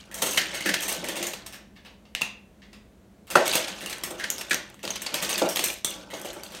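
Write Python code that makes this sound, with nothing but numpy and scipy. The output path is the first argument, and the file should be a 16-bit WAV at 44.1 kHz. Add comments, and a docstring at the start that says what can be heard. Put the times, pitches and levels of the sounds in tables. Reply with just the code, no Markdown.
"""Plastic and metal utensils clack, tick and slide as a wooden kitchen drawer is rummaged through.
Each clack is a short rough contact that rings the struck piece; sliding is clumped hiss and small taps.
The drawer box knocks hollow in its panel modes, and one metal piece clinks near the end.
A tiled kitchen rings briefly; an appliance hums in the quiet."""
import sys
import numpy as np
from scipy import signal
from scipy.fft import rfft, irfft
from scipy.io import wavfile
from scipy.ndimage import uniform_filter1d

SR = 44100
rng = np.random.default_rng(int(sys.argv[2]) if len(sys.argv) > 2 else 0)


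def waveform_to_disk(signal):
    """Save audio, clipped to [-1, 1], as 16-bit WAV at the path in sys.argv[1]."""
    frames = np.transpose(np.atleast_2d(signal))
    scaled = np.clip(frames, -1, 1) * 32767
    samples = np.round(scaled).astype(np.int16)
    wavfile.write(sys.argv[1], SR, samples)


N = 291060

# Utensil blows; ring, plastic, tick and room are trims on level_db:
# start_s, level_db, pitch_hz, ring_db, plastic_db, tick_db, contact_s, room_db
CLACKS = [(0.113, -31, 2740, -23, -8, -11, 0.0026, 4.5), (0.1416, -25.5, 3050, -24, -31, 0.5, 0.0037, 2.5),
          (0.178, -29.5, 2380, -21, -28, -7, 0.0032, 9), (0.2190, -8, 6900, -16, -19, -5.5, 0.0079, -1),
          (0.2551, -22.5, 8800, -5, -39, -6, 0.0034, 12), (0.373, -1.5, 3140, -4, -6, -16.5, 0.0076, -5),
          (0.5378, -30, 3200, -7, -2, -6.5, 0.0043, 13.5), (0.6052, -19, 2200, 1.5, -28, -13, 0.0055, -1.5),
          (0.657, -12.5, 3120, -12, 0.5, -11, 0.0074, 0.5), (0.689, -8, 2360, -24, -4.5, -16, 0.007, -4.5),
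          (0.7386, -7, 3200, -20, -4.5, -13, 0.0062, -6.5), (0.8066, -35, 6840, -8, -18, 10, 0.0024, -12),
          (0.818, -26.5, 7000, -2.5, -18, -2, 0.0031, 12), (0.8787, -15.5, 2880, -15, -14, -3.5, 0.0093, 4),
          (0.9233, -19, 4270, -4, -25, -2.5, 0.0042, -1), (1.041, -25.5, 2210, -5, -7, -4, 0.0036, 3),
          (1.084, -16.5, 3380, -2, -8.5, -8, 0.0061, 0.5), (1.154, -23.5, 2770, -5, -14, -8, 0.0082, 9.5),
          (1.2263, -14.5, 7180, -7, -17, -8, 0.005, 0), (1.267, -23.5, 7400, 1, -4, 0.5, 0.0043, 0.5),
          (1.3331, -18.5, 2770, -12, -33, -12.5, 0.0052, -3),
          (1.4619, -23.5, 5800, -7, -11, -6, 0.0066, -3), (1.524, -31, 5800, -2.5, -22, -11, 0.003, 8.5),
          (1.5405, -32.5, 5700, -7, 0.5, -7, 0.008, -2.5), (1.7546, -46, 2320, -26, -8, -21, 0.0047, 15.5),
          (1.8472, -32, 2950, -12, -30, -22, 0.0071, 7.5),
          (2.052, -40.5, 3060, -16, -23.5, -32, 0.0046, 1.5), (2.15, -12, 3020, -11, -8, -23, 0.001, -5),
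          (2.212, -21, 2620, -17, -21, -11, 0.001, -6), (2.2167, -10.5, 2760, 3.5, -28, -16.5, 0.0021, -3),
          (2.618, -38.5, 2290, -17, -8.5, -32, 0.0049, 6), (2.7292, -31.5, 2720, -9, -21, -23, 0.0042, 2.5),
          (3.27, -35, 6640, -10, -21, -12, 0.0012, 7.5), (3.3027, -22.5, 2760, -3, -17, -6, 0.001455, 7.5),
          (3.3533, -7, 2850, -12, -2.5, -14, 0.0083, -1.5), (3.354, -12.5, 1410, 21, -30, -30, 0.0018, -19),
          (3.4548, -20.5, 2560, -21, -26, -6, 0.0047, 7),
          (3.4784, -12.5, 4600, -5.5, -27.5, -4, 0.0033, -14),
          (3.5258, -13, 2720, -21, -21, -8.5, 0.0053, 5), (3.5531, -7.5, 2720, -16, -22, -4.5, 0.0035, -2),
          (3.6474, -27, 2550, -3, -20, -18, 0.0019, -10), (3.678, -16, 2600, -14, -26, -18, 0.0084, -2),
          (3.8074, -30.5, 9900, -7, -4, -9, 0.0022, 9), (3.8603, -18, 2930, 2, -16, -10.5, 0.0021, -0.5),
          (3.896, -21.5, 2620, -12, -19, -8, 0.0046, 4), (3.9273, -19, 4280, -7, -3.5, -16, 0.0039, -4),
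          (3.9823, -31, 11000, -4, -19, -5, 0.0024, -8), (4.035, -16.5, 5570, -5.5, -12.5, -3.5, 0.0042, 0),
          (4.105, -27.5, 9000, 0.5, -21, -1, 0.0077, -7), (4.181, -32, 6500, 4, -21, -18, 0.0042, 12),
          (4.1961, -23.5, 2210, -9, 2, -18, 0.0056, 2.5), (4.238, -14.5, 3260, -12, -3, -22, 0.0061, -4),
          (4.3021, -18, 7100, 11.5, -19, 2.5, 0.0009, -4), (4.3819, -24, 5450, 3.5, -27, -7, 0.00095, 3.5),
          (4.4103, -17, 2800, -5, -8, -11, 0.006, -9.5), (4.496, -29, 9000, -8, -25, -5, 0.0021, 4),
          (4.5087, -7.5, 2540, -11, 1.5, -17, 0.0084, -8), (4.53, -9.5, 2700, -21, -34, -23, 0.0027, -2),
          (4.544, -15, 6600, 1, -39, -4.5, 0.002, -9), (4.6995, -43, 7000, -6, -23, 0, 0.0021, -14),
          (4.742, -34.5, 6400, -4, -39, -11.5, 0.0027, -2), (4.792, -37, 5930, -3, -12, -15, 0.0015, 2),
          (4.829, -25, 2750, -13, -25, -12, 0.0046, 6), (4.851, -19.5, 5000, -9, -27, -15, 0.0028, -8),
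          (4.876, -16, 4450, -9, -39, -24, 0.0028, -2.5), (4.9035, -18, 6470, 2, -30, -10.5, 0.0046, -4),
          (4.9575, -15.5, 6140, -9, -11, -18, 0.0064, -13), (5.018, -25.5, 3950, -4, -8, 2, 0.0048, -3),
          (5.0626, -13, 4650, -7, -19, -48, 0.0066, -6), (5.141, -9, 3080, -30, -21, -10, 0.0039, -0.5),
          (5.216, -26, 2650, -8, -32, -6, 0.0046, 17), (5.2906, -14.5, 9300, -9, -26, -7.5, 0.005, 5.5),
          (5.339, -30, 9000, -8, -30, 6, 0.002, -9), (5.378, -20, 2860, 0, -5, 0, 0.0038, 2),
          (5.4883, -25.5, 5860, 7.5, -37, 2, 0.0034, 5.5), (5.5589, -14, 3500, -9, -16, -5, 0.0024, -0.5),
          (5.569, -11.5, 4060, -5, -20, -13, 0.004, -4.5),
          (5.5918, -10.5, 5540, -15, -12.5, -12, 0.0029, -1), (5.6392, -22, 4330, 8, -14, 10, 0.0031, -1),
          (5.8453, -16.5, 8300, 0, -23, 0, 0.0047, -2.5), (5.905, -34, 12000, 6, -25, 5, 0.0018, -4),
          (6.102, -31.5, 2150, -2, -29, -14, 0.0022, 10.5),
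          (6.1362, -24, 6800, -4, -8.5, -13.5, 0.0035, 2.5),
          (6.2139, -32.5, 8800, -10, -20, 0.5, 0.0023, -3), (6.2458, -29, 3100, 1, -21, -8, 0.0046, 8),
          (6.331, -34, 6600, -12, -5, -1.5, 0.0015, 3), (6.434, -29, 4900, -1, -25.5, -1.5, 0.0019, -0.5),
          (6.519, -31, 6000, -11, -25, -10, 0.0031, 4), (6.5473, -24.5, 2820, -9, -24, -17, 0.0046, 0.5)]
# Blows on the drawer: start_s, peak_db, most_excited_hz
KNOCKS = [(0.227, -23, 624), (0.541, -33.5, 565), (0.657, -19.5, 286), (.69, -20.5, 284), (0.849, -30, 357),
          (.918, -27, 586), (0.976, -29, 180), (1.029, -25.5, 533), (1.087, -26, 352), (1.166, -29, 595),
          (1.201, -24, 350), (1.278, -32, 583), (3.356, -6.5, 756), (3.367, -12.5, 890), (3.457, -28, 550),
          (3.553, -20, 810), (3.827, -29, 293), (4.108, -27, 515), (4.509, -24.5, 310), (4.838, -26, 513),
          (5.139, -25.5, 755), (5.418, -10.5, 590), (5.424, -24, 280), (5.449, -20, 850), (5.595, -25, 320),
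          (6.133, -27.5, 645), (6.248, -27.5, 565), (6.365, -32.5, 573)]
# Sliding envelopes, one list per bout: time_s, effort_db, drawer_db, rustle_db
SLIDE_BOUTS = [
    [(0.0, -47.5, -65, -73), (0.156, -80, -42.5, -52), (0.326, -39.5, -36, -11), (0.83, -40.5, -44.5, -89),
     (1.158, -45.5, -37, -43), (1.314, -44, -47.5, -53), (1.65, -87, -56.5, -76)],
    [(3.29, -62, -39.5, -88), (3.484, -31.5, -35, -50), (3.862, -48.5, -46, -33), (4.09, -54, -41, -48),
     (4.444, -49, -44.5, -40), (4.626, -53, -50, -61), (4.75, -62, -54, -63)],
    [(4.83, -50, -50, -63), (4.886, -45.5, -45, -62), (5.028, -46.5, -44.5, -45), (5.388, -35.5, -34, -44),
     (5.512, -43, -66, -19), (5.706, -35, -36.5, -18), (5.82, -69, -79, -45)],
    [(5.86, -43, -41, -53), (5.934, -48.5, -42, -31), (6.106, -63, -46, -59), (6.198, -50.5, -41, -26),
     (6.308, -48.5, -42.5, -61), (6.474, -54.5, -45, -52), (6.6, -46, -44, -67)],
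]
# Modes of the drawer box, hollow plastic and one metal piece: pitch_hz, relative_db, t60_s
DRAWER_MODES = [(179, -4.5, 0.18), (207.2, -3.5, 0.11), (301, 3, 0.08), (350, 4.5, 0.08), (458.4, 0, 0.06),
                (490, 1.5, 0.072), (565, 9, 0.037), (623.4, -6, 0.22), (655.6, -1, 0.092), (752, -4, 0.12),
                (839, 6.5, 0.029), (996, 2, 0.04), (1113, 6, 0.018), (1380, 8, 0.017), (1535, 0, 0.1)]
PLASTIC_MODES = [(1358, 23.5, 0.0087), (1770, 35, 0.0068)]
CLINK_MODES = [(3150, 0, .01), (3460, 5, .014), (4660, -10, .02), (5960, -2, .02), (8520, 2, .022),
               (11000, -3, .025)]
# Modes of loose metal pieces: pitch_hz
CUTLERY_HZ = [6540, 8210, 8580, 9810, 11000, 12000, 12600, 14400]
# Spectra of the contact crack, bright tick and room air: frequency_hz, relative_db
CRACK_SPECTRUM = [(300, -2.5), (1000, -1), (2000, -3), (3000, 2), (5000, 0), (7000, -4.5), (16000, -18)]
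TICK_SPECTRUM = [(3000, -17), (6000, -1), (8500, -1), (10500, -6.5), (12000, -1), (16000, -1.5)]
AIR_SPECTRUM = [(20, -61), (40, -13), (60, -8), (90, -15.5), (140, -20), (200, -15.5), (300, -19),
                (660, -24.5), (900, -32), (3000, -40.5), (5500, -45), (9000, -47.5), (12500, -48.5),
                (16000, -38.5)]
# Tiled room decay: frequency_hz, t60_s
KITCHEN_DECAY = [(150, 0.3), (600, 0.41), (2500, 0.4), (6000, 0.32), (10000, 0.2), (15000, 0.22)]
# Appliance noise bands: centre_hz, width_hz, level_db
HUM_BANDS = [(120, 18, -67.5), (201, 27, -57)]
# Microphone response: frequency_hz, gain_db
MIC_RESPONSE = [(4200, -0.67), (5100, -2), (6200, 1), (9500, 0), (10500, -3), (11500, 0), (16000, -12.5)]


def clacks():
    """Each blow drives the utensils and rings the struck piece. Returns near and room feeds."""
    t = np.arange(SR // 8) / SR
    feeds = np.zeros((2, 4, N + SR))  # near/room, crack/plastic/tick/ring, samples
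    dull_hz, soft_below_db, ring_cycles = 5000, -30.5, 30
    lowpass = signal.butter(2, dull_hz, fs=SR)
    for start_s, level_db, pitch_hz, ring_db, plastic_db, tick_db, contact_s, room_db in CLACKS:
        force = contact_force(t, contact_s, room_db)
        tick = gain_of(tick_db) * force
        softness = np.clip((soft_below_db - level_db) / 2.7, 0, 1)  # soft blows lose treble
        force = (1 - softness) * force + softness * signal.lfilter(*lowpass, force)
        t60_s = ring_cycles / pitch_hz
        modes = ringing([(pitch_hz, 0, t60_s), (0.89 * pitch_hz, -1, t60_s / 2)])  # lower mode roughens
        ring = signal.fftconvolve(force, modes[None], axes=1)[:, :len(t)]
        ring *= gain_of([[ring_db], [ring_db - 6]])  # carries less far than the crack
        parts = np.stack([force, gain_of(plastic_db) * force, tick, ring], 1)
        at = round(start_s * SR)
        feeds[:, :, at:at + len(t)] += gain_of([level_db, level_db + room_db])[:, None, None] * parts
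    return [utensils(crack, plastic, tick) + ring for crack, plastic, tick, ring in feeds[:, :, :N]]


def contact_force(t, contact_s, room_db, rise_share=0.57, room_rough_share=0.15):
    """Near force: a rough burst with a hard first touch. Room force: mostly one clean pulse."""
    rise = np.minimum(t / (rise_share * contact_s), 1)
    rough = rng.standard_normal(len(t)) * np.exp(-t / contact_s) * rise
    rough[SR // 1500] += 0.12 * np.linalg.norm(rough) * gain_of(-room_db)  # harder for near blows
    rough /= np.linalg.norm(rough)
    pulse = np.arange(len(t)) == round(contact_s * SR)
    smooth = np.sqrt(1 - room_rough_share) * pulse + np.sqrt(room_rough_share) * rough
    return gain_of(11) * np.array([rough, smooth])


def utensils(crack, plastic, tick, cutlery_t60_s=0.014):
    """Three forces sound a broad crack, hollow plastic and a bright tick with ringing cutlery."""
    cutlery = gain_of(-10) * ringing([(hz, 0, cutlery_t60_s) for hz in CUTLERY_HZ])
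    paths = [(crack, colour(CRACK_SPECTRUM)),
             (plastic, gain_of(2.5) * ringing(PLASTIC_MODES)),
             (tick, gain_of(9) * (colour(TICK_SPECTRUM, size=len(cutlery)) + cutlery))]
    return sum(signal.oaconvolve(force, taps)[:N] for force, taps in paths)


def drawer_knocks(contact_s=0.00012, roughness=0.3, spread_octaves=1.3):
    """The place of a blow picks which drawer modes ring; a short rough contact smears the start."""
    out, t = np.zeros(N + SR), np.arange(SR // 50) / SR
    mode_hz = np.array(DRAWER_MODES)[:, :1]
    for start_s, peak_db, most_excited_hz in KNOCKS:
        weights = np.exp(-(np.log2(mode_hz / most_excited_hz) / spread_octaves) ** 2)
        force = (1 + roughness * rng.standard_normal(len(t))) * np.exp(-t / contact_s)
        knock = np.convolve(ringing(DRAWER_MODES, weights), force)
        out[round(start_s * SR):][:len(knock)] += gain_of(peak_db) * knock / abs(knock).max()
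    return out[:N]


def clink(start_s=5.8462, contact_s=0.003, gain_db=-16):
    """One struck metal piece rings in several bright modes."""
    t = np.arange(N) / SR - start_s
    force = rng.standard_normal(N) * (t > 0) * np.exp(-abs(t) / contact_s)
    return gain_of(gain_db) * signal.oaconvolve(force, ringing(CLINK_MODES))[:N]


def sliding(still_db=-90.0):
    """Bouts of clumped friction hiss and small taps drive the utensils and the drawer box."""
    t, levels_db = np.arange(N) / SR, np.full((3, N), still_db)
    for bout in SLIDE_BOUTS:
        time_s, *curves_db = np.transpose(bout)
        bout_db = [np.interp(t, time_s, curve, still_db, still_db) for curve in curves_db]
        levels_db = np.maximum(levels_db, bout_db)
    effort_db, drawer_db, rustle_db = uniform_filter1d(levels_db, SR // 200)
    flutter = unit_rms(uniform_filter1d(rng.standard_normal((4, N)), 300))
    clumps_db = np.c_[[4, 3.5, 4.5, 2.2]] * flutter
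    friction = rng.standard_normal((4, N)) + 1.1 * small_taps()
    crack, plastic, tick, wood = unit_rms(gain_of(clumps_db) * friction)
    tick = unit_rms(tick + crackle())
    box = signal.oaconvolve(wood * gain_of(drawer_db), ringing(DRAWER_MODES))[:N]
    return box + utensils(crack * gain_of(effort_db), plastic * gain_of(effort_db - 9.5),
                          tick * gain_of(rustle_db - 26.5))


def small_taps(rate_per_s=900, pieces=24):
    """Small pieces tap: short pings of many pitches."""
    hits = uneven_impulses(rate_per_s, spread_db=3.8)
    struck = rng.integers(0, pieces, N)
    out, t = np.zeros(N), np.arange(SR // 40) / SR
    for piece, hz in enumerate(np.geomspace(2200, 14000, pieces)):
        ping = np.sin(2 * np.pi * hz * t) * np.exp(-t * hz / 10) * np.sqrt(hz)
        out += signal.oaconvolve(hits * (struck == piece), ping)[:N]
    return unit_rms(out)


def crackle(rate_per_s=70):
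    """Separate dry snaps, each a fast-dying noise burst."""
    envelope = signal.lfilter([1], [1, -0.97], uneven_impulses(rate_per_s, spread_db=4))
    return unit_rms(envelope * rng.standard_normal(N))


def kitchen_reverb(x, places=3, move_hz=1.7):
    """Sparse reflections, each band dying at its own rate; the hand moves between places."""
    taps = np.zeros((places, SR))
    at = np.arange(160, SR - 20, 20) + rng.integers(0, 20, (places, (SR - 161) // 20))
    np.put_along_axis(taps, at, rng.choice([-1., 1.], at.shape), 1)
    hz, t, bands = signal.stft(taps, SR, nperseg=256)
    decay = gain_of(-60 * t / curve_at(KITCHEN_DECAY, hz)[:, None])
    tails = signal.istft(bands * decay, SR, nperseg=256)[1]
    phase = 2 * np.pi * (np.arange(N) / SR * move_hz + np.arange(places)[:, None] / places)
    weights = np.sqrt(2 / places) * np.cos(phase)  # squares sum to 1
    return signal.fftconvolve(x * weights, tails / np.linalg.norm(tails[0]), axes=1).sum(0)[:N]


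def appliance_hum():
    """Narrow noise bands make a wavering hum."""
    hz = np.fft.rfftfreq(N, 1 / SR)
    return sum(gain_of(level_db) * shaped_noise(1 / (1 + (2 * (hz - centre_hz) / width_hz) ** 2))
               for centre_hz, width_hz, level_db in HUM_BANDS)


def room_air(level_db=-54.5):
    """Steady, mostly low noise."""
    spectrum_db = curve_at(AIR_SPECTRUM, np.fft.rfftfreq(N, 1 / SR))
    return gain_of(level_db) * shaped_noise(gain_of(spectrum_db))


def ringing(modes, weights=1):
    """Dying sines of a struck body, neighbours of opposite sign, energy 1."""
    hz, db, t60_s = np.transpose(modes)[:, :, None]
    t = np.arange(SR // 5) / SR
    sign = (-1) ** np.arange(len(hz))[:, None]
    taps = (sign * weights * gain_of(db - 60 * t / t60_s) * np.sin(2 * np.pi * hz * t)).sum(0)
    return taps / np.linalg.norm(taps)


def colour(spectrum, size=512):
    """Minimum-phase filter with the given spectrum, energy 1."""
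    hz = abs(np.fft.fftfreq(4 * size, 1 / SR))
    log_gain = np.log(gain_of(curve_at(spectrum, hz)))
    taps = np.fft.ifft(np.exp(log_gain - 1j * signal.hilbert(log_gain).imag)).real[:size]
    return taps / np.linalg.norm(taps)


def uneven_impulses(rate_per_s, spread_db):
    sizes = gain_of(spread_db * np.minimum(rng.exponential(1, N), 3))
    return sizes * (rng.random(N) < rate_per_s / SR)


def shaped_noise(gain):
    return unit_rms(irfft(rfft(rng.standard_normal(N)) * gain, N))


def curve_at(points, hz):
    point_hz, values = np.transpose(points)
    return np.interp(np.log(hz + 1), np.log(point_hz + 1), values)


def unit_rms(x):
    return x / np.sqrt(np.mean(x ** 2) + 1e-20)


def gain_of(db):
    return 10 ** (np.asarray(db) / 20)


def scene(low_cut_hz=135):
    """Rummaging and its reverb over hum and air; a low cut keeps rumble out of the rummaging."""
    near, room_feed = clacks()
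    blows, slides = drawer_knocks() + clink(), sliding()
    reverb = kitchen_reverb(room_feed + gain_of(-2) * blows + gain_of(-8.5) * slides)
    highpass = signal.butter(4, low_cut_hz, "high", fs=SR, output="sos")
    rummaging = signal.sosfilt(highpass, near + blows + slides + reverb)
    return (rummaging + appliance_hum() + room_air())[None]


def record(dry, band_limit_hz=15900):
    """A small microphone dips and peaks in the treble; then the band limit."""
    response = gain_of(curve_at(MIC_RESPONSE, np.fft.rfftfreq(N, 1 / SR)))
    lowpass = signal.firwin(511, band_limit_hz, window=("kaiser", 9), fs=SR)
    return signal.oaconvolve(irfft(rfft(dry) * response, N), lowpass[None], "same")


dry = scene()
out = record(dry)
waveform_to_disk(out)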